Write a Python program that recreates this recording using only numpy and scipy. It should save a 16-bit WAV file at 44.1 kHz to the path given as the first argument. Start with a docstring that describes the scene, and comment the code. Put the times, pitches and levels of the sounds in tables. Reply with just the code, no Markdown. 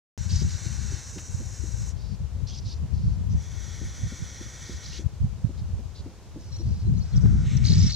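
"""A grass snake on dry ground, close in front of a hand-held camera, hisses in three long blasts:
air forced through the glottis and coloured by windpipe and mouth. Gusts buffet the two microphone
ports and whistle in quick warbles over the edges of the case; a rapid high trill comes at the end.
Soft low knocks come in two runs, three or four a second, over a faint, distant outdoor background."""
import sys
import numpy as np
from scipy import signal
from scipy.fft import rfft, irfft, next_fast_len
from scipy.io import wavfile
from scipy.ndimage import uniform_filter1d, map_coordinates

SR = 44100
rng = np.random.default_rng(int(sys.argv[2]) if len(sys.argv) > 2 else 0)


def unload_audio(sound):
    """Save the sound as a 16-bit wav file, at the path given as the first command line argument."""
    columns = np.transpose(np.atleast_2d(sound))
    # keep every value between -1 and 1, then stretch to whole-number steps
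    steps = np.round(np.clip(columns, -1, 1) * 32767)
    wavfile.write(sys.argv[1], SR, steps.astype(np.int16))


N = 350595
TIME = np.arange(N) / SR
FREQS = np.maximum(np.fft.rfftfreq(N, 1 / SR), 1)
PORT_SIGN = np.array([[1], [-1]])   # left, right


def from_db(db):
    """Decibels to gain."""
    return 10 ** (np.asarray(db) / 20)


def rms_one(x):
    """Scale to unit power."""
    return x / np.sqrt(np.mean(x ** 2) + 1e-20)


def at_hz(points):
    """A curve over log frequency, read at every bin."""
    hz, value = np.transpose(points)
    return np.interp(np.log(FREQS), np.log(hz), value)


def noise(gain):
    """Noise of unit power, shaped by a gain per bin."""
    return rms_one(irfft(rfft(rng.standard_normal(N)) * gain, N))


def drift(rate, size=N):
    """A smooth random wander of spread near 1 with about `rate` turns a second."""
    place = np.arange(size) / SR * rate
    return map_coordinates(rng.standard_normal(4096), [place], order=3, mode="wrap")


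def outdoors(air_db=-55.5, far_rumble_db=-49):
    """Distant sound reaches both ports much alike in the bass, less so in the mid treble."""
    # open-air background and far rumble: freq_hz, density_db
    air = [(240, -32.5), (400, -3), (500, -1), (620, -5), (1020, -6.5), (1170, -10.5), (1510, -12),
           (1880, -14.5), (3300, -14.5), (5390, -14.5), (6580, -14), (10000, -27.5), (12700, -31.5),
           (15500, -40.5)]
    far_rumble = [(25, -19.5), (65, 1), (100, -4), (160, -10.5), (300, -16), (420, -20), (600, -48.5),
                  (2000, -91)]
    # likeness of left and right: freq_hz, correlation
    likeness = [(100, 0.79), (500, 0.853), (1200, 0.72), (2500, 0.597), (4500, 0.27), (7000, 0.133),
                (14000, 0.99)]
    alike = at_hz(likeness)
    out = 0
    for spectrum, db in ((air, air_db), (far_rumble, far_rumble_db)):
        mid, side = rfft(rng.standard_normal((2, N)))
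        pair = np.sqrt(1 + alike) * mid + np.sqrt(1 - alike) * side * PORT_SIGN
        out = out + from_db(db) * rms_one(irfft(from_db(at_hz(spectrum)) * pair, N))
    return out


def hiss(breath, airway, notch, flutter_db=.88, split_hz=4800, sag_db_per_s=.8):
    """Air rushes through the glottis; the low resonances follow the throat, the high ones the jet."""
    start, end, attack, release, throat_db, jet_db, swell_db, swell_s = breath
    age = np.maximum(TIME - start, 0)
    opening = np.clip(np.minimum(age / attack, (end - TIME) / release), 0, 1)
    catch_at_s, catch_s, catch_db = 7.612, .038, 4.5   # the last hiss catches briefly
    catch_dip_db = catch_db / (1 + (2 * (TIME - catch_at_s) / catch_s) ** 4)
    effort_db = -swell_db * np.exp(-age / swell_s) - catch_dip_db
    ease_at_s, ease_s = .983, .143   # the first hiss eases halfway through
    eased = np.clip((TIME - ease_at_s) / ease_s, 0, 1) * (start < ease_at_s < end)
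    throat_db = throat_db - 7.5 * eased
    jet_db = jet_db - 1.5 * eased - sag_db_per_s * age   # the jet weakens as the lung empties
    notch_hz, notch_db, notch_width = notch
    cavity = from_db(notch_db * np.exp(-((FREQS - notch_hz) / notch_width) ** 2))
    out = 0
    for upper, band_db, low_hz, high_hz in ((False, throat_db, 1300, 2600), (True, jet_db, 7200, 9500)):
        power = cavity ** 2 * sum(from_db(db) ** 2 / (1 + (2 * (FREQS - hz) / width) ** 2) ** 2
                                  for hz, width, db in airway if (hz > split_hz) == upper)
        band_share = power[(FREQS > low_hz) & (FREQS < high_hz)].sum() / power.sum()
        out = out + noise(np.sqrt(power)) / np.sqrt(band_share) * from_db(band_db)
    # hollows that open as the hiss eases: centre_hz, width_hz, share_removed
    hollows = [(3390, 170, .95), (4650, 390, 0.49), (5850, 440, 0.216)]
    if eased.any():
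        dips = sum(depth * np.exp(-((FREQS - hz) / width) ** 2) for hz, width, depth in hollows)
        out = out - eased * irfft(rfft(out) * dips, N)
    tuning = 1 + .008 * drift(6)   # the resonances drift as head and throat move
    out = map_coordinates(out, [np.cumsum(tuning)], order=3, mode="wrap")
    return out * opening * from_db(effort_db + flutter_db * drift(40))


def snake(echo_s=.0026, echo_db=-18):
    """Three hisses close to the microphone, made slightly hollow by one near reflection."""
    # breaths; the last two rows are one hiss that starts softly, then opens up:
    # start_s, end_s, attack_s, release_s, throat_db, jet_db, swell_db, swell_s
    breaths = [(.165, 1.94, 0.0125, .05, -53, -52.5, 5.5, 0.2),
               (3.32, 5.05, 0.067, .07, -54.5, -59, 12, 0.17), (7.02, 7.48, 0.041, .06, -56, -66, 8, 0.164),
               (7.41, 7.93, .06, 0.018, -50.5, -58, 5.5, 0.045)]
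    # resonances of windpipe and mouth, one set per row above: centre_hz, width_hz, relative_db
    first = [(950, 410, -14), (1575, 530, -7), (1850, 300, -10.5), (2192, 397, -9.5), (2670, 400, -13),
             (3090, 300, -14), (3620, 385, -11), (4200, 766, -7), (5150, 900, -11), (5940, 880, 1.42),
             (6400, 400, -7.5), (6820, 440, -2), (7540, 1340, -7), (9090, 610, -18), (10310, 890, -24.5),
             (12960, 3300, -29.5)]
    second = [(1440, 380, -7.5), (1855.5, 178, -3), (2174, 280, -5), (2550, 400, -16.5), (3428, 647, -6),
              (4230, 570, -9.5), (4800, 650, -11.5), (5400, 450, -10.5), (5880, 410, 1), (6330, 600, -5.5),
              (6760, 400, -8), (7270, 383, -12.5), (7740, 560, -12), (9430, 1920, -24), (10720, 1460, -27),
              (12800, 6000, -34)]
    lead_in = [(1427, 350, 1), (2050, 700, -7.5), (3500, 2000, -13.5), (5780, 1900, -3.5),
               (7490, 1300, -11.5)]
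    third = [(1390, 500, -4), (1820, 160, 1), (2160, 410, 2), (2830, 900, -3), (3570, 550, -2.5),
             (4050, 600, -2.5), (5450, 1000, -4), (6200, 1160, -2), (7550, 890, -5.5), (10000, 2600, -24)]
    # the band a side cavity of the mouth swallows in each: centre_hz, gain_db, width_hz
    notches = [(3310, -11, 80), (2805, -11, 120), (2750, -1, 250), (4620, -7, 130)]
    direct = sum(map(hiss, breaths, (first, second, lead_in, third), notches))
    return direct + from_db(echo_db) * np.interp(TIME - echo_s, TIME, direct, left=0)


def wind_pressure(port):
    """Wind level in dB on one port (0 left, 1 right): a steady flow with bell-shaped gusts and lulls."""
    # steady wind: time_s, left_db, right_db
    steady = [(.18, -28, -40), (.45, -21.5, -33), (.6, -31.5, -41), (.95, -30, -44), (1.02, -42, -44.5),
              (1.25, -40.5, -44.5), (1.75, -27, -44), (2.64, -31, -42), (3.15, -23, -31), (3.6, -32, -45),
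              (4.2, -37.5, -41.5), (4.95, -37, -41.5), (5.8, -31, -40), (6.22, -46.5, -48.5),
              (6.85, -25, -28.5), (7.11, -25, -31.5), (7.2, -19.5, -25), (7.8, -18.5, -25.5),
              (7.95, -28, -35)]
    # gusts on top of it: crest_s, length_s, left_db, right_db
    gusts = [(.345, .08, -23, -28), (0.458, 0.096, -26.5, -28), (0.727, 0.052, -25.5, -39),
             (.915, .05, -31, -31), (1.132, .05, -55, -35), (1.626, 0.042, -27, -50),
             (1.748, .05, -26, -50), (1.876, 0.035, -27, -50), (2.126, .055, -23, -50),
             (2.99, 0.073, -41, -29), (1.304, 0.0316, -28.5, -50), (1.39, 0.072, -40, -35),
             (1.812, 0.089, -30.5, -34), (2.218, .055, -27.5, -33), (2.359, 0.072, -26.5, -35),
             (2.429, 0.066, -23.5, -50), (2.664, 0.08, -43, -27.5), (2.826, 0.088, -45, -30),
             (2.936, .058, -24.5, -50), (3.077, 0.075, -22, -22), (3.337, 0.094, -20.5, -22.5),
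             (3.868, 0.057, -50, -28.5), (4.044, 0.099, -34, -28), (4.226, 0.058, -42, -30),
             (4.745, 0.078, -37, -33.5), (5.241, .085, -22, -24), (5.467, 0.057, -50, -26.5),
             (5.63, .08, -48, -30), (5.76, 0.071, -38, -32), (6.006, 0.034, -50, -31.5),
             (6.689, 0.1024, -19.5, -27.5), (6.921, 0.12, -18, -25.5), (7.04, .05, -30, -32),
             (7.172, 0.064, -16, -18.5), (7.254, 0.0525, -12.5, -20), (7.325, 0.045, -26, -25.5),
             (7.713, 0.048, -21, -18), (7.829, .11, -20.5, -15)]
    # lulls between them: centre_s, length_s, left_change_db, right_change_db
    lulls = [(0.24, 0.027, -11, 0), (.59, .04, -10, -4), (.98, .08, -1, -6), (1.14, 0.055, -11, 0),
             (1.29, .05, 0, -12), (1.57, 0.048, -14, -7.5), (1.7, .03, -3, -12), (2.001, 0.057, -4, -2),
             (2.175, 0.037, -7.5, -3), (2.29, .04, -6, -4), (2.51, 0.059, -7, -0.5),
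             (2.638, 0.04, -13, 0.5), (2.87, 0.037, -10, 2), (2.92, 0.073, 0, -15), (3.011, .03, -7, 1),
             (3.445, .05, -9, -2), (3.61, .06, 3, -9), (3.956, 0.049, -8, 1.5), (4.17, 0.054, -8.5, -8),
             (4.34, .09, -7, -8), (4.527, .07, -6.5, -4), (4.687, 0.055, -10, -4), (4.816, 0.047, -6.5, -8),
             (4.97, .05, 1, -8), (5.115, 0.038, -6, 1), (5.32, .04, 4, -12), (5.498, 0.033, -1, -7),
             (5.914, 0.11, -2, -12.5), (6.162, 0.048, -9, 0), (6.496, 0.045, -6, 0.5),
             (6.778, 0.056, -8, 0), (7.095, 0.045, -3.5, -9), (7.508, .05, -4, 1)]
    times, *steady_db = np.transpose(steady)
    power = from_db(np.interp(TIME, times, steady_db[port])) ** 2

    def bell(centre_s, length_s):
        return np.exp(-np.minimum((2 * (TIME - centre_s) / length_s) ** 2, 20))

    for s, length, *db in gusts:
        power = power + (from_db(db[port]) * bell(s, length)) ** 2
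    lull_db = sum(db[port] * bell(s, length) for s, length, *db in lulls)
    return 10 * np.log10(power) + lull_db


def buffet(port, trim_db, breeze_db, gust_db, lumps_db=2.5, lumps_per_s=32, leak_hz=37):
    """Eddies rumble on one port: the harder the gust, the smaller and higher-pitched they get."""
    # rumble in a light breeze and in a hard gust: freq_hz, density_db
    breeze = [(10, -37), (20, -26), (40, -9), (65, 2), (90, 1), (130, -9), (200, -19.5), (300, -40),
              (600, -68.5), (2000, -100)]
    gust = [(10, -42), (20, -30), (40, -17), (70, -2), (100, 4.5), (150, -0.5), (210, -10.5), (280, -25),
            (450, -36.5), (1000, -54.5), (3000, -100)]
    pressure_db = wind_pressure(port)
    hard = np.clip((pressure_db - breeze_db) / (gust_db - breeze_db), 0, 1)
    eddies = np.sqrt(1 - hard) * noise(from_db(at_hz(breeze)))
    eddies += np.sqrt(hard) * noise(from_db(at_hz(gust)))
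    power = uniform_filter1d(uniform_filter1d(eddies ** 2, size=1400), size=1400)
    lumpy = from_db(pressure_db + trim_db + lumps_db * drift(lumps_per_s)) * eddies / np.sqrt(power)
    # the slowest pressure changes leak away through the port
    return signal.sosfilt(signal.butter(2, leak_hz, "high", fs=SR, output="sos"), lumpy)


def eddy_thumps(rumble, side, trim_db=-.5, smoothness=6.5, swept_share=.51, swept_cycles=.815):
    """A large eddy rocks the pressure on one port for a cycle or two and sweeps the small ones aside."""
    # lone large eddies: time_s, side ("L" or "R"), peak_db, pitch_hz
    eddies = [(.212, "L", -14, 89), (.365, "L", -9.5, 83), (.447, "R", -15.5, 127), (.453, "L", -10, 116),
              (.554, "L", -14.5, 89), (.67, "L", -13.5, 110.2), (.944, "L", -16, 89),
              (1.349, "R", -13.5, 98), (1.47, "L", -21, 82), (1.603, "L", -18.5, 84), (1.744, "L", -14, 86),
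              (1.966, "L", -15, 87.7), (2.211, "R", -21, 105), (2.251, "L", -18, 87),
              (2.436, "L", -12.5, 94.6), (2.941, "L", -11.5, 86), (2.976, "R", -18, 109),
              (3.045, "R", -14, 100), (3.07, "L", -10.5, 90), (3.08, "R", -9.5, 107), (3.122, "L", -12, 87),
              (3.209, "R", -18, 147), (3.35, "R", -10, 123), (3.356, "L", -12.5, 103),
              (3.382, "L", -14.5, 91), (3.86, "R", -19, 95), (4.038, "R", -15, 119.7),
              (4.059, "L", -19, 84), (4.225, "R", -19.5, 129), (5.047, "L", -16.5, 110),
              (5.065, "L", -8, 99), (5.246, "R", -11, 105), (5.248, "L", -13, 129.8), (5.448, "R", -6, 138),
              (5.74, "R", -14.5, 92.3), (5.861, "L", -19, 91), (6.672, "R", -15, 98),
              (6.926, "L", -7.5, 104), (7.173, "R", -8, 108), (7.181, "L", -5, 131), (7.26, "L", -5, 105),
              (7.322, "R", -9, 110), (7.343, "L", -7, 97), (7.472, "R", -11, 108), (7.566, "L", -6, 115),
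              (7.624, "L", -6.5, 125), (7.653, "L", -4, 100), (7.71, "R", -7.5, 129),
              (7.778, "R", -6.5, 124.3), (7.847, "R", -6.5, 131.3), (7.868, "L", -9.5, 155)]
    for s, eddy_side, db, hz in eddies:
        if eddy_side == side:
            cycles = (TIME - s) * hz
            near = np.abs(cycles) < 8
            phasor = np.exp(2j * np.pi * rng.random())
            thump = np.zeros(N)
            thump[near] = (phasor / (1 - 2j * np.pi * cycles[near] / smoothness) ** smoothness).real
            swept = near * swept_share / (1 + (cycles / swept_cycles) ** 2)
            rumble = rumble * (1 - swept) + from_db(db + trim_db) * thump
    return rumble


def port_rush(centre_hz=4850, half_width_hz=2100):
    """Air rushing over a port: a broad band of noise."""
    return noise(1 / (1 + ((FREQS - centre_hz) / half_width_hz) ** 4))


def at_ports(start_s, wave, db, lead_rad, own_air):
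    """Fade a whistle in and out at both ports, the left `lead_rad` ahead; each adds its own rush."""
    age = np.arange(len(wave)) / SR
    fade_s = min(.01, age[-1] / 4)
    fade = np.sqrt(np.clip(np.minimum(age, age[-1] - age) / fade_s, 0, 1))
    pair = rms_one((wave * np.exp(.5j * lead_rad * PORT_SIGN)).real)
    offset = rng.integers(N // 2)
    pair = rms_one(pair + own_air[:, offset:offset + len(wave)])
    return np.pad(from_db(db) * fade * pair, ((0, 0), (int(start_s * SR), N)))[:, :N]


def warbles(rush_db=-8, own_db=-10.5, arch_db=2, flicker_db=3, uneven=.3, wander=.35, fray_oct=.024):
    """Vortices shed from two edges of the case sing at pitches that follow the turbulent air speed."""
    # edge whistles: start_s, end_s, level_db, pitch_hz, swing_octaves, left_lead_rad
    whistles = [ (.29, .385, -39.5, 5290, 0.2, -0.79), (0.379, 0.438, -42.5, 5400, .22, -0.66),
                (0.477, 0.58, -49, 4930, 0.22, -0.48), (1.965, 2.16, -58, 4905, .17, 0.2),
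                (2.467, 2.526, -45.5, 5180, .28, -0.12), (2.525, 2.604, -46, 5300, 0.23, -0.22),
                (2.477, 2.57, -55, 3400, .08, -.2), (2.647, 2.751, -47.3, 5018, .24, -0.19),
                (2.603, 2.788, -59.5, 5400, 0.228, -0.3), (2.93, 3.161, -60.5, 4940, .22, 0.27),
                (3.295, 3.35, -55, 5920, 0.126, -1.), (4.651, 4.782, -52.5, 4558, .2, 0),
                (4.823, 4.91, -46.5, 4800, 0.277, 0.075), (4.905, 4.997, -45.5, 4800, .3, 0),
                (4.918, 4.995, -51.5, 3040, 0.15, 0), (5.569, 5.614, -58, 4685, .22, -.1),
                (5.947, 6.018, -54, 4420, 0.203, 1.14), (6.39, 6.517, -59.5, 5660, 0.146, -1.3),
                (6.63, 6.84, -58, 4890, .24, -1.43), (6.931, 7.13, -60.5, 4800, .2, -1.8)]
    out = np.zeros((2, N))
    rush = signal.hilbert(port_rush(), next_fast_len(N))
    own_air = from_db(own_db) * np.array([port_rush(), port_rush()])
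    for start, end, db, hz, swing, lead in whistles:
        swing_hz = 74 * 2 ** ((-45 - db) / 27)   # louder warbles come from bigger, slower eddies
        size = int((end - start) * SR)
        wave = from_db(rush_db) * rush[rng.integers(N // 2):][:size]
        for ratio, edge_db in ((1, 0), (.88, -6.5)):
            turn = np.cumsum(swing_hz * np.exp(uneven * drift(swing_hz, size))) / SR + rng.random()
            sway = (np.sin(2 * np.pi * turn) + wander * drift(swing_hz, size)) / np.hypot(1, wander)
            pitch = ratio * hz * 2 ** (swing * sway + fray_oct * drift(1500, size))
            tone = np.exp(2j * np.pi * np.cumsum(pitch) / SR)
            wave = wave + tone * from_db(edge_db + flicker_db * drift(219.6, size))
        wave = wave * from_db(-arch_db * np.linspace(-1, 1, size) ** 2)   # swells and sinks with its gust
        out += at_ports(start, wave, db, lead, own_air)
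    return out


def knocks(trim_db=-.7, uneven_db=1, attack_s=.011, decay_s=.0095, tail_db=-11, tail_s=.042):
    """Each dull thud is a short shudder of the same low body, with a faint tail."""
    # soft low knocks: start_s, level_db
    thuds = [(0.409, -40), (0.649, -40.5), (0.91, -38), (1.156, -35.5), (1.395, -39), (1.629, -37),
             (3.804, -38.5), (4.114, -40), (4.401, -38.5), (4.686, -37.5), (4.984, -37), (5.485, -38),
             (5.782, -40), (6.053, -37), (6.351, -36), (6.593, -36), (6.862, -39.5)]
    # their dull body: freq_hz, density_db
    body = [(60, -16.5), (150, -1.5), (210, 3), (280, -2), (335, 4.5), (375, -1.5), (425, -21.5),
            (475, -9.5), (530, -12), (590, -22), (900, -31), (2500, -65)]
    out, age = np.zeros(N), TIME[:6000]
    after = np.maximum(age - attack_s, 0)
    decay = np.exp(-after / decay_s) + from_db(tail_db) * np.exp(-after / tail_s)
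    envelope = np.minimum(age / attack_s, 1) ** 2 * decay
    shudder = noise(from_db(at_hz(body)))
    for s, db in thuds:
        span = slice(int(s * SR), int(s * SR) + len(age))
        gain = from_db(db + trim_db + uneven_db * rng.standard_normal())
        out[span] += gain * rms_one(shudder[span] * envelope) * np.sqrt(np.mean(envelope ** 2))
    return out


def rustle(start_s=1.181, gain_db=-34.5, rise_s=.0045, centre_hz=1800):
    """A dry stalk brushes: one short, broad burst of friction."""
    age = np.maximum(TIME - start_s, 0) / rise_s
    friction = noise(1 / (centre_hz / FREQS + FREQS / centre_hz) ** 2)
    return from_db(gain_db) * friction * age * np.exp(-np.minimum(age, 50))


def glides(trim_db=-1.3, fray_oct=.03, flicker_db=2.6, lead_rad=-1.65, own_db=-10.5):
    """Thin, airy whistled strokes that bend once, alone or run together in a trill."""
    # whistled strokes: start_s, end_s, level_db, first_hz, middle_hz, last_hz
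    strokes = [ (6.516, 6.576, -48, 5600, 5465, 5940), (6.513, 6.578, -51.5, 4150, 4020, 4320),
               (6.579, 6.628, -51, 5650, 5500, 5890), (6.577, 6.63, -57, 4065, 4145, 4290),
               (6.856, 6.89, -57.5, 4013, 4093, 4230), (6.965, 6.984, -55.5, 4000, 4200, 4150),
               (6.975, 6.996, -55.5, 6450, 6500, 6350), (6.988, 7.045, -52.5, 6500, 4230, 5850),
               (7.122, 7.143, -52, 4150, 4280, 4250), (7.13, 7.168, -54.5, 3800, 3300, 3850),
               (7.157, 7.185, -42.5, 5150, 5970, 4140), (7.205, 7.236, -52, 5020, 5940, 4800),
               (7.567, 7.573, -39, 6940, 6140, 5200), (7.57, 7.578, -37.5, 6510, 5700, 5200),
               (7.642, 7.65, -38, 4500, 5200, 6800), (7.754, 7.759, -37, 6500, 6850, 7000),
               (7.779, 7.788, -35, 4600, 5200, 4800), (7.788, 7.794, -35, 5200, 6400, 5700),
               (7.792, 7.799, -39, 5800, 7100, 6900), (7.799, 7.809, -33, 6900, 5300, 5600),
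               (7.812, 7.819, -34, 3900, 4600, 5400), (7.826, 7.834, -33, 5000, 6050, 5800),
               (7.833, 7.846, -33.5, 5700, 5250, 5300), (7.861, 7.872, -32, 5400, 5610, 6000),
               (7.869, 7.886, -31.5, 5250, 5450, 5350), (7.893, 7.903, -34, 3930, 4380, 5200),
               (7.905, 7.912, -29.5, 4000, 4420, 3800), (7.918, 7.93, -31.5, 3870, 5550, 4400),
               (7.932, 7.94, -34, 4200, 4430, 5100), (7.941, 7.95, -30.5, 3950, 4150, 3900)]
    # the figure the trill repeats: same columns, timed from the figure's start
    figure = [(0, 0.006, -28, 3910, 4300, 4200), (.008, 0.014, -36, 5500, 6200, 7000),
              (0.0143, 0.025, -29.5, 3800, 5070, 4490), (.025, .033, -35.5, 4350, 4650, 4900),
              (.029, 0.032, -42, 5400, 6000, 6800)]
    # its repeats: start_s
    repeats = [7.651, 7.684, 7.7185]
    out = np.zeros((2, N))
    own_air = from_db(own_db) * np.array([port_rush(), port_rush()])
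    trill = [(s + start, s + end, *rest) for s in repeats for start, end, *rest in figure]
    for start, end, db, *pitches in strokes + trill:
        size = int((end - start) * SR)
        along = np.linspace(0, 2, size)
        eased = along - np.sin(2 * np.pi * along) / (2 * np.pi)   # lingers on each pitch
        pitch = np.interp(eased, [0, 1, 2], pitches) * 2 ** (fray_oct * drift(1200, size))
        wave = np.exp(2j * np.pi * np.cumsum(pitch) / SR) * from_db(flicker_db * drift(200, size))
        out += at_ports(start, wave, db + trim_db, lead_rad, own_air)
    return out


def tick(at_s=7.2603, gain_db=-29, body_hz=620, edge_db=-5):
    """One dry tick at the crest of the hardest gust."""
    click = np.zeros(N)
    click[int(at_s * SR)] = 1
    band = signal.butter(2, [body_hz / 3, body_hz * 2.36], "band", fs=SR, output="sos")
    body = signal.sosfilt(band, click + 1e-18)
    return from_db(gain_db) * (body / body.max() + from_db(edge_db) * click)


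def trill_rush(start_s=7.648, rise_s=.015, level_db=-41.5, lead_rad=-1.5, own_db=-6.5):
    """An airy band with firm edges lies under the closing trill and swells with the last gust."""
    low_hz, high_hz = 3500, 6450
    crest_db, crest_s, crest_width_s = 3, 7.86, .06
    band = 1 / np.sqrt((1 + (low_hz / FREQS) ** 30) * (1 + (FREQS / high_hz) ** 30))
    shared = signal.hilbert(noise(band)) * np.exp(.5j * lead_rad * PORT_SIGN)
    pair = rms_one(shared.real + from_db(own_db) * np.array([noise(band), noise(band)]))
    swell_db = crest_db / (1 + ((TIME - crest_s) / crest_width_s) ** 4)
    return from_db(level_db + swell_db) * np.clip((TIME - start_s) / rise_s, 0, 1) * pair


def scene():
    """The snake lies close and straight ahead; each microphone port catches its own wind."""
    hisses = snake()
    left = buffet(0, trim_db=1.42, breeze_db=-27, gust_db=-15)
    right = buffet(1, trim_db=1, breeze_db=-36, gust_db=-20)
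    wind = np.array([eddy_thumps(left, "L"), eddy_thumps(right, "R")])
    return hisses + wind + outdoors() + warbles() + glides() + trill_rush() + knocks() + rustle() + tick()


def record(dry, ceiling=.63, start_s=.177, cutoff_hz=15800):
    """The camera narrows and ripples the midrange, rounds hard gusts, starts late and cuts the top."""
    # how much of the difference between the ports is kept: freq_hz, gain_db
    stereo_width = [(1500, 0), (2500, 0), (3800, -4.5), (4050, 1)]
    mid, side = (dry[0] + dry[1]) / 2, (dry[0] - dry[1]) / 2
    side = irfft(rfft(side) * from_db(at_hz(stereo_width)), N)
    ripple_hz, half_width_hz, spacing_hz, depth_db = 3862, 170, 96, 3.9
    ripple_band = np.exp(-((FREQS - ripple_hz) / half_width_hz) ** 2)
    ripple_db = depth_db * ripple_band * np.cos(2 * np.pi * (FREQS - ripple_hz) / spacing_hz)
    pair = irfft(rfft([mid + side, mid - side]) * from_db(ripple_db), N)
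    rounded = pair / (1 + (pair / ceiling) ** 4) ** (1 / 4)
    top_cut = signal.ellip(12, .1, 80, cutoff_hz, fs=SR, output="sos")
    return signal.sosfilt(top_cut, rounded * (TIME > start_s) + 1e-18)


dry = scene()
out = record(dry)
unload_audio(out)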